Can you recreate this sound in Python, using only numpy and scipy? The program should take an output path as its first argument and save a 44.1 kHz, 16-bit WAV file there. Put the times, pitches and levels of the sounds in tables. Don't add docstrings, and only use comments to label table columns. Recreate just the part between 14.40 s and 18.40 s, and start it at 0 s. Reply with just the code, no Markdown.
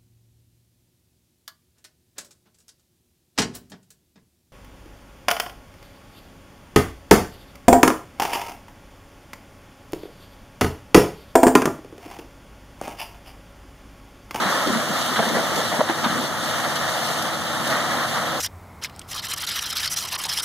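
import sys
import numpy as np
from scipy import signal
from scipy.fft import rfft, irfft
from scipy.io import wavfile
from scipy.ndimage import uniform_filter1d

SR = 44100
rng = np.random.default_rng(int(sys.argv[2]) if len(sys.argv) > 2 else 0)


def put_to_file(sound):
    columns = np.atleast_2d(sound).T
    safe = np.clip(columns, -1, 1)
    whole_steps = np.round(safe * 32767)
    wavfile.write(sys.argv[1], SR, whole_steps.astype(np.int16))


N = 176400

# time in seconds, level in dB.
POOL_LEVEL = [(0, -23.5), (.08, -23), (.25, -25.5), (.39, -26), (.46, -28), (.6, -25.5), (.7, -27.5),
              (.8, -27.5), (1.05, -25.5), (1.28, -27), (1.45, -29), (1.72, -27.5), (1.95, -29), (2.1, -29),
              (2.18, -26.5), (2.9, -27), (3.0, -29.5), (3.22, -27.5), (3.32, -23.5), (3.7, -26.5),
              (3.8, -26), (4, -28)]
# frequency in Hz, relative strength in dB.
POOL_TONE = [(100, -29), (250, -4.5), (370, -10.5), (440, -10.5), (560, -1.5), (700, -0.5), (950, -5),
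             (1300, 1.5), (1550, -5.5), (1820, -1.5), (2200, -8), (3000, -10.5), (6000, -21), (16000, -33)]
# time in seconds, level in dB.
SPRAY_LEVEL = [(0, -30.5), (.2, -28.5), (.48, -31.5), (.63, -27.5), (.78, -29), (.95, -29.5), (1.2, -30),
               (1.39, -30.5), (1.44, -35), (1.55, -32), (1.85, -30.5), (1.95, -34), (2.03, -30),
               (2.42, -31), (2.65, -28.5), (2.88, -31.5), (2.98, -33), (3.2, -31), (3.3, -31), (3.75, -31),
               (4, -32.5)]
# frequency in Hz, relative strength in dB.
SPRAY_TONE = [(800, -39), (2000, -23), (2800, 1), (3600, -1.5), (4700, -7), (5800, -7.5), (6700, -10),
              (8000, -10.5), (10000, -14), (12000, -15), (15000, -21)]
# start in seconds, level in dB, fade time in seconds.
SHEET_SMACKS = [(.27, -27, 0.0088), (.885, -24, 0.0067), (1.155, -28, 0.065), (1.642, -36, 0.011),
                (2.355, -27, .012), (2.82, -25.5, .01), (3.27, -25, 0.014), (3.297, -30.5, .012)]
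# start in seconds, level in dB, fade time in seconds, centre of the splash in Hz.
LUMP_SLAPS = [(.018, -21, 0.071, 880), (0.267, -24.5, 0.04, 402), (.757, -17.5, 0.026, 1090),
              (0.787, -19.5, 0.031, 676), (0.824, -22, 0.048, 530), (.893, -30, 0.009, 700),
              (0.946, -23, 0.089, 540), (1.161, -23.5, 0.055, 570), (1.318, -24.5, 0.081, 644),
              (1.39, -20.5, 0.011, 610), (1.404, -17, 0.0045, 950), (1.485, -19.5, 0.017, 900),
              (1.495, -17.5, 0.012, 650), (1.639, -15, 0.024, 1070), (1.745, -25.5, 0.035, 860)]
# multiple of its centre frequency, relative strength in dB.
SLAP_TONE = [(.06, -45), (.14, -25), (.3, -2.5), (.5, -4), (1, 7.5), (1.4, 6), (2.3, -3), (3.3, -1),
             (6.5, -25), (25, -47)]
# start in seconds, pitch in Hz, peak level in dB, rise time and fade time in seconds.
AIR_POCKETS = [(0.055, 189, -23.5, 0.0057, 0.021), (0.271, 290, -24, 0.0046, .012),
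               (.299, 244, -15.5, 0.0049, 0.0051), (0.318, 218, -22, 0.018, 0.022),
               (.344, 221, -17.5, 0.02, 0.015), (.384, 620, -23, 0.011, 0.0091),
               (.786, 453, -20, 0.0093, 0.0045), (.787, 822, -14, .006, .005),
               (.795, 664, -16.5, 0.01, 0.013), (0.858, 223, -19, .016, 0.013),
               (.894, 860, -23, 0.0045, 0.0082), (.944, 644, -18, 0.0058, 0.0072),
               (0.952, 226, -21, 0.0088, 0.014), (0.963, 496, -20, 0.0047, 0.014),
               (1.389, 245, -16, 0.0061, 0.0043), (1.4106, 617, -6, .005, 0.0019),
               (1.493, 330, -18, 0.0066, 0.0092), (1.658, 230, -17.5, .008, 0.0073),
               (1.696, 184, -23, .008, .012), (1.772, 247, -25, 0.027, 0.014)]
# time in seconds, level in dB.
PLUNGE_LEVEL = [(0, -38), (.3, -31.5), (.46, -38), (.7, -36), (.87, -31.5), (1.1, -30.5), (1.45, -46.5),
                (1.58, -32), (1.78, -35), (2.0, -43), (3.0, -44), (3.35, -39), (4, -46)]
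# frequency in Hz, relative strength in dB.
PLUNGE_TONE = [(30, -46), (85, -32), (130, -12), (175, -6), (220, 1), (280, -4.5), (400, -7), (700, -11.5),
               (2000, -55)]
# multiple of the crankshaft speed, average level in dB.
ENGINE_NOTES = [(3, -66), (4.25, -58), (4.5, -55), (5.5, -57), (6, -46.5), (7, -47.5), (7.5, -53.5),
                (8, -54), (9, -51), (9.5, -58), (10, -45), (11.3, -53), (13, -53.5), (14, -45), (21, -55),
                (22.6, -48), (26.8, -47), (29, -49), (31, -47), (31.5, -50), (33, -49), (37, -45.5)]
# frequency in Hz, relative strength in dB.
RUMBLE_TONE = [(20, -27), (40, -19), (65, -9), (90, 9), (150, 4), (250, -1), (400, -23), (1000, 9),
               (4000, -50)]
# time in seconds, gain in dB.
ENGINE_HEARD_LEVEL = [(0, -2), (1.0, -2.5), (1.9, 0), (2.5, -0.5), (4, 0.5)]
# frequency in Hz, level of their difference against their shared part in dB.
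PORT_DIFFERENCE = [(25, -19), (60, -10), (125, -9.5), (250, -19), (500, -15), (900, -9.5), (1700, -2.5),
                   (2600, -9.5), (5000, 0), (15000, -1.5)]
# frequency in Hz, left minus right in dB.
PORT_BALANCE = [(50, .1), (300, 2.5), (600, 1.3), (1800, -5), (3200, 2), (4400, -2), (6000, 3.5), (8500, 3),
                (11500, 3), (15000, 1)]
# frequency in Hz, gain in dB.
PORT_SUBTRACTION = [(50, -1), (1200, -1.5), (2600, -1.7), (5200, -4.5), (7800, -4.5), (10400, -6),
                    (13000, -5), (15000, -4.5)]
# frequency in Hz, share from 0 to 1.
OUTPUT_FEEDBACK = [(1300, 0), (2800, 0), (15000, 0.2)]


def churning_pool(bubbles_db=-2, surge_db=1.06):
    wash = shape_tone(surrounding_noise(patchy_db=1.5), POOL_TONE)
    bubbles = tiny_rings(447, 2504, pitches=44, per_s=1800, cycles=3.96, glide=0.042,
                         size_db=1, spread_s=0.00021)
    churn = wash + amp(bubbles_db) * shape_tone(bubbles, POOL_TONE)
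    return churn * level_curve(POOL_LEVEL) * amp(surge_db * drift(rate_hz=19))


def spray(drops_db=-2, flicker_db=0.54):
    hiss = shape_tone(surrounding_noise(patchy_db=2), SPRAY_TONE)
    drops = tiny_rings(2010, 15500, pitches=60, per_s=3200, cycles=0.97, glide=0.032,
                       size_db=2, spread_s=0.00031)
    spatter = hiss + amp(drops_db) * shape_tone(drops, SPRAY_TONE)
    smacks = sum(burst(start, db, fade) for start, db, fade in SHEET_SMACKS)
    loudness = np.hypot(level_curve(SPRAY_LEVEL), smacks)
    return spatter * loudness * amp(flicker_db * drift(rate_hz=18))


def mud_slaps():
    splash, out = surrounding_noise(patchy_db=2.5), np.zeros((2, N))
    for start, db, fade, centre_hz in LUMP_SLAPS:
        tone = [(centre_hz * multiple, gain_db) for multiple, gain_db in SLAP_TONE]
        out += burst(start, db, fade) * shape_tone(splash, tone)
    return out


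def air_gulps(glide_per_s=0.38):
    out = np.zeros(N)
    for start, hz, db, rise, fade in AIR_POCKETS:
        age = np.maximum(np.arange(N) / SR - start, 0)
        swell = np.sin(np.pi / 2 * np.minimum(age / rise, 1)) ** 2
        tail = np.exp(-np.maximum(age - rise, 0) / fade)
        out += amp(db) * swell * tail * np.sin(2 * np.pi * hz * (age + glide_per_s * age ** 2 / 2))
    return out


def deep_plunge():
    return shape_tone(surrounding_noise(patchy_db=4.5), PLUNGE_TONE) * level_curve(PLUNGE_LEVEL)


def diesel_engine(crank_hz=23.315, clatter_db=-37, rumble_db=-43, wander=0.0014, flutter=0.19):
    turns = np.cumsum(crank_hz * (1 + wander * drift(rate_hz=3.8))) / SR
    turns = turns + crank_hz * np.array([[0.00005], [0]])
    hum = 0
    for multiple, db in ENGINE_NOTES:
        strength = amp(db) * np.sqrt(2) * (1 + flutter * drift(rate_hz=6.1))
        hum += strength * np.sin(2 * np.pi * (multiple * turns + rng.random()))
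    clatter = sum(rng.rayleigh() * np.sin(2 * np.pi * (multiple * turns + rng.random()))
                  for multiple in range(21, 82))
    rumble = amp(rumble_db) * shape_tone(surrounding_noise(patchy_db=-1.5), RUMBLE_TONE)
    return (hum + amp(clatter_db) * unit(clatter) + rumble) * level_curve(ENGINE_HEARD_LEVEL)


def tiny_rings(low_hz, high_hz, pitches, per_s, cycles, glide, size_db, spread_s):
    out, t = np.zeros((2, N)), np.arange(4096) / SR
    for hz in np.linspace(low_hz, high_hz, pitches):
        lag_s = rng.uniform(-1.056, 1) * spread_s / 2
        fade_s = cycles / hz * rng.uniform(0.81, 1.15)
        age = np.maximum(t - .001 + np.array([[lag_s], [-lag_s]]), 0) / fade_s
        phase = 2 * np.pi * hz * fade_s * (age + glide * np.minimum(age, 10) ** 2 / 2)
        ring = unit((1 - np.exp(-10 * age)) * np.exp(-age) * np.sin(phase))
        starts = rng.random(N) < per_s / pitches / SR
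        hits = starts * amp(size_db * np.minimum(rng.exponential(1, N), 4))
        out += signal.oaconvolve(hits[None], ring, axes=1)[:, :N]
    return unit(out)


def surrounding_noise(patchy_db):
    a, b, c, d, patches = rng.standard_normal((N // 128 + 5, 257, 5)).T
    patches = uniform_filter1d(patches, size=6, axis=0)
    patches = unit(uniform_filter1d(patches, size=9, axis=1))
    spectra = np.array([a + 1j * b, c + 1j * d]) * amp(patchy_db * patches)
    shared, side = signal.istft(spectra, nperseg=512, noverlap=384)[1][:, :N]
    side = irfft(rfft(side) * amp(look_up(PORT_DIFFERENCE)), N)
    return unit(np.array([shared + side, shared - side]))


def burst(start, db, fade, rise_s=0.0045):
    age = np.arange(N) / SR - start
    return amp(db) * np.clip(age / rise_s, 0, 1) * np.exp(-np.maximum(age - rise_s, 0) / fade)


def drift(rate_hz):
    hz = np.fft.rfftfreq(N, 1 / SR)
    return unit(irfft(rfft(rng.standard_normal(N)) * (hz > 0) / (1 + (hz / rate_hz) ** 4), N))


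def shape_tone(sound, tone):
    return unit(irfft(rfft(sound) * amp(look_up(tone)), N))


def look_up(table):
    hz, value = np.transpose(table)
    return np.interp(np.log(np.fft.rfftfreq(N, 1 / SR) + 1), np.log(hz + 1), value)


def level_curve(table):
    return amp(np.interp(np.arange(N) / SR, *np.transpose(table)))


def amp(db):
    return 10 ** (np.asarray(db) / 20)


def unit(x):
    return x / np.sqrt(np.mean(x ** 2) + 1e-20)


def scene():
    return diesel_engine() + churning_pool() + deep_plunge() + mud_slaps() + air_gulps() + spray()


def record(dry):
    delay_s, cutoff_hz = 0.000385, 15200
    hz = np.fft.rfftfreq(N, 1 / SR)
    ports = rfft(dry) * amp(look_up(PORT_BALANCE) * np.array([[.5], [-.5]]))
    delay = np.exp(-2j * np.pi * hz * delay_s)
    subtract = np.minimum(amp(look_up(PORT_SUBTRACTION)), .95) * delay
    feedback = look_up(OUTPUT_FEEDBACK) * delay
    widening_gain = np.where(hz < 1 / (2 * delay_s), 1 - subtract, 1 + abs(subtract)) / (1 + abs(feedback))
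    crossed = (ports - subtract * ports[::-1]) / widening_gain
    wide = irfft((crossed + feedback * crossed[::-1]) / (1 - feedback ** 2), N)
    treble_cut = signal.firwin(511, cutoff_hz, window=("kaiser", 9), fs=SR)
    return signal.oaconvolve(wide, treble_cut[None], "same")


dry = scene()
out = record(dry)
put_to_file(out)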